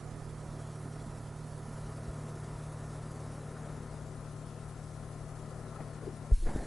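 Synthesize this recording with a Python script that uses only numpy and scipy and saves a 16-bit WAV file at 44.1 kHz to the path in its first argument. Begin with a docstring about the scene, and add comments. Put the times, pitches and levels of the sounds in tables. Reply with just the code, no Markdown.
"""A quiet garden, heard through an old tape camera, gives way to a room at a splice.
The camera's motor hums on multiples of its shaft speed, with thin steady whines, over shaped noise for
air, wind and tape hiss. Knocks are short ringing swings and rustles are puffs of noise.
The sound drifts from right to left. At the splice the tape thumps in low swings that fall in pitch,
the garden drops out, and after a near silent gap a room of roughened noise comes in."""
import sys
import numpy as np
from scipy import signal
from scipy.io import wavfile
from scipy.ndimage import uniform_filter1d

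SR = 44100
rng = np.random.default_rng(int(sys.argv[2]) if len(sys.argv) > 2 else 0)


def bounce(signal):
    """Save signal as a 16-bit WAV file at the path given by the first command-line argument."""
    frames = np.transpose(np.atleast_2d(signal))
    limited = np.clip(frames, -1, 1)
    pcm = np.round(limited * 32767).astype(np.int16)
    wavfile.write(sys.argv[1], SR, pcm)


N = 293704  # length in samples

# Noise colours, each giving the relative strength of noise at a pitch: [f/Hz, level/dB per Hz]
# air of the garden
GARDEN_COLOUR = [(20, -22), (50, 1.5), (90, -0.5), (130, -2.5), (180, -1), (220, -1), (260, -3),
                 (330, -6.5), (400, -2), (480, -6), (700, -7), (1000, -14), (1400, -13), (1600, -20),
                 (1950, -21), (2250, -25.5), (2800, -34), (5000, -61)]
# rumble of the wind
WIND_COLOUR = [(10, -14), (25, 1.5), (50, 3), (70, -26), (100, -22), (200, -66)]
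# air of the room after the splice
ROOM_COLOUR = [(40, 0), (120, 1), (300, 2), (500, -3.5), (800, -7), (1200, -18.5), (1700, -13), (2300, -25),
               (4000, -60)]
# dull murk of the blank tape
GAP_COLOUR = [(40, 0), (200, 2), (350, -14), (700, -21), (2000, -30), (4000, -50)]
# tape hiss
HISS_COLOUR = [(100, 5), (800, -1.5), (2000, -3), (4000, -2), (8000, -.5), (11500, 0)]
# faint noise that differs between the sides
SIDE_COLOUR = [(100, -9), (500, 1), (1200, 5), (2500, -6), (5000, -21), (11000, -11)]
# rustles and ticks
RUSTLE_COLOUR = [(100, 4), (300, 2.5), (1000, -7.5), (2200, -16), (3500, -38), (8000, -52)]

# rise and fall of the garden air: [t/s, level change/dB]
AIR_LEVEL = [(0, 0), (.7, -1), (1.3, -1.5), (2.1, -0.5), (2.9, -0.6), (3.4, 0.5), (3.7, 2), (4.1, -0.3),
             (4.9, -1), (5.3, -0.4), (5.8, 1.6), (6.3, 0)]
# balance of the two channels, the weaker one being turned down: [t/s, left minus right/dB]
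DRIFT = [(0, -5), (.3, -4), (.65, -1.5), (1.45, -3), (1.72, -1.8), (1.85, -0.2), (2.5, 0.32), (3.3, 1.5),
         (4.1, 5), (6.3, 5.5)]
# brief broad rustles and ticks: [t/s, peak level/dB, time to peak/s]
RUSTLES = [(.958, -42, 0.0015), (5.803, -39.5, 0.0054), (5.93, -46, .002), (6.459, -43.5, 0.016),
           (6.482, -48, 0.012), (6.5607, -36, 0.00069), (6.59, -48, 0.0017), (6.648, -51, 0.0024)]
# soft knocks in the garden, at the splice and in the room: [t/s, level/dB, base pitch f/Hz]
KNOCKS = [(0.854, -38.5, 255), (0.959, -49, 295), (1.06, -36, 216), (2.085, -35, 58.5), (3.561, -50, 1475),
          (5.515, -42, 518), (5.757, -42.5, 1300), (5.785, -42.5, 796), (5.805, -39.5, 431),
          (6.027, -40, 450), (6.069, -30.5, 377), (6.077, -38, 425), (6.128, -41, 230), (6.308, -41, 422),
          (6.425, -45, 332), (6.459, -39, 434), (6.488, -47, 766), (6.6, -46, 703)]
# the three tones in each knock: [pitch as a multiple of the base pitch, level/dB]
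KNOCK_TONES = [(1.012, -1), (0.804, -8), (1.6, -26)]
# thumps at the splice: [t/s, peak level/dB, sign of the first push, start f/Hz,
# time to fall to half the pitch/s, time to peak/s]
THUMPS = [(6.311, -40, -1, 30, .1, .006), (6.3175, -13.5, -1, 80, 0.015, .011),
          (6.336, -30, -1, 60, .05, .004), (6.372, -38, -1, 70.4, 0.12, 0.012),
          (6.399, -27, 1, 24, .3, 0.0052), (6.418, -25, -1, 33.8, 0.043, 0.019),
          (6.452, -24, -1, 30, 0.017, 0.015), (6.547, -26.5, -1, 45, 0.017, 0.0064),
          (6.5608, -22.5, 1, 303, 0.0027, 0.00079), (6.5616, -28, -1, 90, .02, 0.0017),
          (6.58, -30.5, -1, 48, 0.2, 0.0105), (6.606, -36, -1, 22, 0.12, 0.01)]
# motor hum, which multiples of the shaft speed sound: [multiple]
MOTOR_MULTIPLES = [2, 3, 4, 6, 7, 8, 10, 13, 25, 26, 28, 30, 32, 33, 34, 35, 36, 38, 45]
# motor hum, one row for each multiple: [level at the start/dB rms, wavering/dB, slow change/dB per s]
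MOTOR_LEVELS = [(-55.5, 0.2, -0.28), (-47.5, -0.2, -0.06), (-45.5, 0.37, 0.02), (-59.5, 0.9, -0.01),
                (-65.5, 0.5, 0.1), (-65.5, 0, -0.5), (-69.5, 2, 0.64), (-67, 1, -0.1), (-72, 1.5, -0.6),
                (-66.5, 0.8, -0.32), (-69.5, 1.5, 0.73), (-76, 4, -2), (-76.5, 2, -1.3), (-69.5, 2, -0.06),
                (-78, 6, -2.2), (-80, 5, 0.3), (-74.5, 3.5, 0.5), (-78, 2, 0.1), (-78.5, 2, 0.4)]
# other steady whines of the camera: [f/Hz, level/dB rms]
WHINES = [(50.2, -58), (659, -66), (1262, -73), (1337, -74), (1650, -81), (1800, -74), (1977, -80),
          (3418, -87), (6200, -84), (7400, -84), (8600, -84), (9800, -84), (10200, -86), (10800, -88),
          (11000, -83)]

MOTOR_HZ = 37.67  # average shaft speed, turns per second
FIRST_THROB_S = 0.0125  # the low multiples meet in one dip of pressure each turn
LAST_LOCKED = 8  # higher multiples keep no fixed place in the turn
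GARDEN_DB, WIND_DB, GUSTS_DB = -47.5, -55.5, -0.5
HISS_DB, NEW_HISS_DB = -56.5, 3  # base level, and the extra on the new stretch of tape
HISS_LEAN = 0.67  # the hiss follows the drift a little less than the scene
UNLIKE, UNLIKE_PER_DB = 0.05, 0.1  # unrelated share of the hiss, growing with the imbalance
SIDE_DB = -85  # side noise at 1 dB of imbalance
KNOCK_RISE_S, KNOCK_RISE_CYCLES = 0.0045, 0.31  # deeper knocks swell more slowly
SPLICE_S, DROP_S = 6.325, 0.0093  # the garden ends here and dies within this time
ROOM_S, ROOM_RISE_S = 6.445, 0.023  # middle of the room's fade-in, and half the fade's length
ROOM_START_DB, ROOM_DB = -55, -42  # levels at the middle and at the end of the fade-in
ROOM_SAG_DB_PER_S = -5.5  # slow change counted from the middle of the fade-in
ROOM_LEAN_DB = 0.34  # the new stretch sits barely left: left raised, right lowered by this
CLATTER_PER_S, CLATTER_DB, CLATTER_S = 230, 1.1, 0.0018  # small taps that roughen the room
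GAP_DB = -55
BAND_EDGE_HZ = 11285


def amp(db):
    """Turns decibels into a plain multiplier."""
    return 10 ** (np.asarray(db) / 20)


def evened(x):
    """Scales a signal to an average strength (rms) of 1."""
    return x / np.sqrt(np.mean(x ** 2) + 1e-20)


def curve(rows):
    """Reads a table of time and value at every sample, with straight lines between rows."""
    return np.interp(np.arange(N) / SR, *np.transpose(rows))


def wander(top_hz, low_hz=0.19):
    """Slow random wavering of rms 1, made of 24 slow sines with random starts."""
    t = np.arange(0, N, 64) / SR
    slow = 0
    for f in np.geomspace(low_hz, top_hz, 24):
        slow = slow + np.sin(2 * np.pi * (f * t + rng.random())) / np.sqrt(f)
    return np.interp(np.arange(N) / SR, t, evened(slow))


def noise(colour, patchy_db, size=1024):
    """Coloured noise of rms 1 whose level varies in small patches of time and pitch."""
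    hz = np.fft.rfftfreq(size, 1 / SR)
    real, imaginary, patches = rng.standard_normal((4 * N // size + 5, len(hz), 3)).T
    # blur along pitch and then along time, so that neighbours share a patch
    patches = uniform_filter1d(patches, size=8, axis=0)
    patches = evened(uniform_filter1d(patches, size=8, axis=1))
    f, db = np.transpose(colour)
    colour_db = np.interp(np.log(hz + 1), np.log(f), db)[:, None]
    spectrum = (real + 1j * imaginary) * amp(colour_db + patchy_db * patches)
    return evened(signal.istft(spectrum, nperseg=size, noverlap=3 * size // 4)[1][:N])


def add_swing(mix, start_s, peak_db, hz, glide_s, rise_s):
    """Adds a short swing that swells, dies and falls in pitch."""
    part = mix[round(start_s * SR):][:round(12 * rise_s * SR)]
    t = np.arange(len(part)) / SR
    swell = t / rise_s * np.exp(1 - t / rise_s)
    turns = hz * glide_s * np.log1p(t / glide_s)
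    part += amp(peak_db) * swell * np.sin(2 * np.pi * turns)


def before_splice():
    """Gives 1 on the garden stretch of tape and 0 after the join."""
    return curve([(SPLICE_S, 1), (SPLICE_S + DROP_S, 0)])


def side_noise(lean_db):
    """Faint noise, opposite in the two channels, that grows with their imbalance."""
    strength = amp(SIDE_DB) * abs(lean_db)
    return strength * noise(SIDE_COLOUR, patchy_db=1.5) * np.array([[1], [-1]])


def hiss(lean_db):
    """Flickering tape hiss, partly shared by the channels and partly separate."""
    extra_db = NEW_HISS_DB * (1 - before_splice())
    level = amp(HISS_DB + extra_db + 0.76 * wander(40, low_hz=9.0))
    common, left, right = (noise(HISS_COLOUR, patchy_db=2.0) for _ in range(3))
    unlike = np.clip(UNLIKE + UNLIKE_PER_DB * abs(lean_db), 0, 0.9)
    # the square root keeps the total power the same for any share
    return level * (np.sqrt(1 - unlike ** 2) * common + unlike * np.array([left, right]))


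def garden():
    """Dull outdoor air over a lumpy rumble of wind, both as wavering noise."""
    air_level = amp(GARDEN_DB + curve(AIR_LEVEL) + 0.44 * wander(30, low_hz=1.5))
    air = air_level * noise(GARDEN_COLOUR, patchy_db=0.5, size=2048)
    wind_level = amp(WIND_DB + GUSTS_DB * wander(4.4))
    wind = wind_level * noise(WIND_COLOUR, patchy_db=-1.0, size=4096)
    return (air + wind) * before_splice()


def gap():
    """Dull murk of the blank tape, starting at the join and staying under the room."""
    return amp(GAP_DB) * (1 - before_splice()) * noise(GAP_COLOUR, patchy_db=1.5, size=512)


def room():
    """Room noise that fades in, then sags, roughened by random taps that die away quickly."""
    since = np.arange(N) / SR - ROOM_S
    fade_db = ROOM_START_DB + (ROOM_DB - ROOM_START_DB) * np.clip(since / ROOM_RISE_S, -1, 1)
    level_db = fade_db + ROOM_SAG_DB_PER_S * np.maximum(since, 0)
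    taps = rng.exponential(1, N) * (rng.random(N) < CLATTER_PER_S / SR)
    clatter = signal.lfilter([1], [1, -np.exp(-1 / (CLATTER_S * SR))], taps)
    level = amp(level_db + CLATTER_DB * (clatter - clatter.mean()))
    return level * (1 - before_splice()) * noise(ROOM_COLOUR, patchy_db=0.5, size=512)


def rustles():
    """Puffs of noise that swell and die."""
    t = np.arange(N) / SR
    swell = np.zeros(N)
    for start_s, peak_db, rise_s in RUSTLES:
        age = np.clip((t - start_s) / rise_s, 0, 50)  # counted in rise times
        swell += amp(peak_db) * age * np.exp(1 - age)
    return swell * noise(RUSTLE_COLOUR, patchy_db=1.0)


def knocks():
    """Soft knocks, each a short ring of three tones together."""
    out = np.zeros(N)
    for start_s, db, hz in KNOCKS:
        rise_s = KNOCK_RISE_S + KNOCK_RISE_CYCLES / hz
        for ratio, tone_db in KNOCK_TONES:
            add_swing(out, start_s, db + tone_db, ratio * hz, 1, rise_s)
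    return out


def thumps():
    """Swings of the playback, mostly low, as the tape passes the join."""
    out = np.zeros(N)
    for start_s, peak_db, sign, hz, glide_s, rise_s in THUMPS:
        swing = np.zeros(N)
        add_swing(swing, start_s, peak_db, hz, glide_s, rise_s)
        out += np.sign(sign) * swing
    return out


def motor():
    """Hum at multiples of one slightly unsteady rotation, plus unrelated thin whines."""
    t = np.arange(N) / SR
    speed_hz = MOTOR_HZ + 0.016 * wander(6.5, low_hz=1.0)
    turns = np.cumsum(speed_hz) / SR - FIRST_THROB_S * MOTOR_HZ
    hum = np.zeros(N)
    for multiple, (db, waver_db, change) in zip(MOTOR_MULTIPLES, MOTOR_LEVELS):
        level = amp(db + waver_db * wander(9, low_hz=0.593) + change * t)
        offset = rng.random() * (multiple > LAST_LOCKED)
        hum -= level * np.cos(2 * np.pi * (multiple * turns + offset))  # minus makes the dip
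    whine = np.zeros(N)
    for hz, db in WHINES:
        whine += amp(db + 1.2 * wander(7.1)) * np.sin(2 * np.pi * (hz * t + rng.random()))
    return np.sqrt(2) * (hum + whine) * before_splice()  # root 2 turns rms into peak


def scene():
    """Feeds one track to both channels, turning one side down until the splice, and adds the rest."""
    lean_db = curve(DRIFT) * before_splice()
    sides = amp(np.minimum([lean_db, -lean_db], 0))
    track = garden() + rustles() + knocks() + motor()
    room_sides = amp([[ROOM_LEAN_DB], [-ROOM_LEAN_DB]])
    join = room_sides * (gap() + room() + thumps())
    return side_noise(lean_db) + sides ** HISS_LEAN * hiss(lean_db) + sides * track + join


def record(dry):
    """Limits the band with a steep filter that removes what lies above its edge."""
    edge = signal.firwin(1501, BAND_EDGE_HZ, window=("kaiser", 10), fs=SR)
    return signal.oaconvolve(dry, edge[None], "same")


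dry = scene()
out = record(dry)
bounce(out)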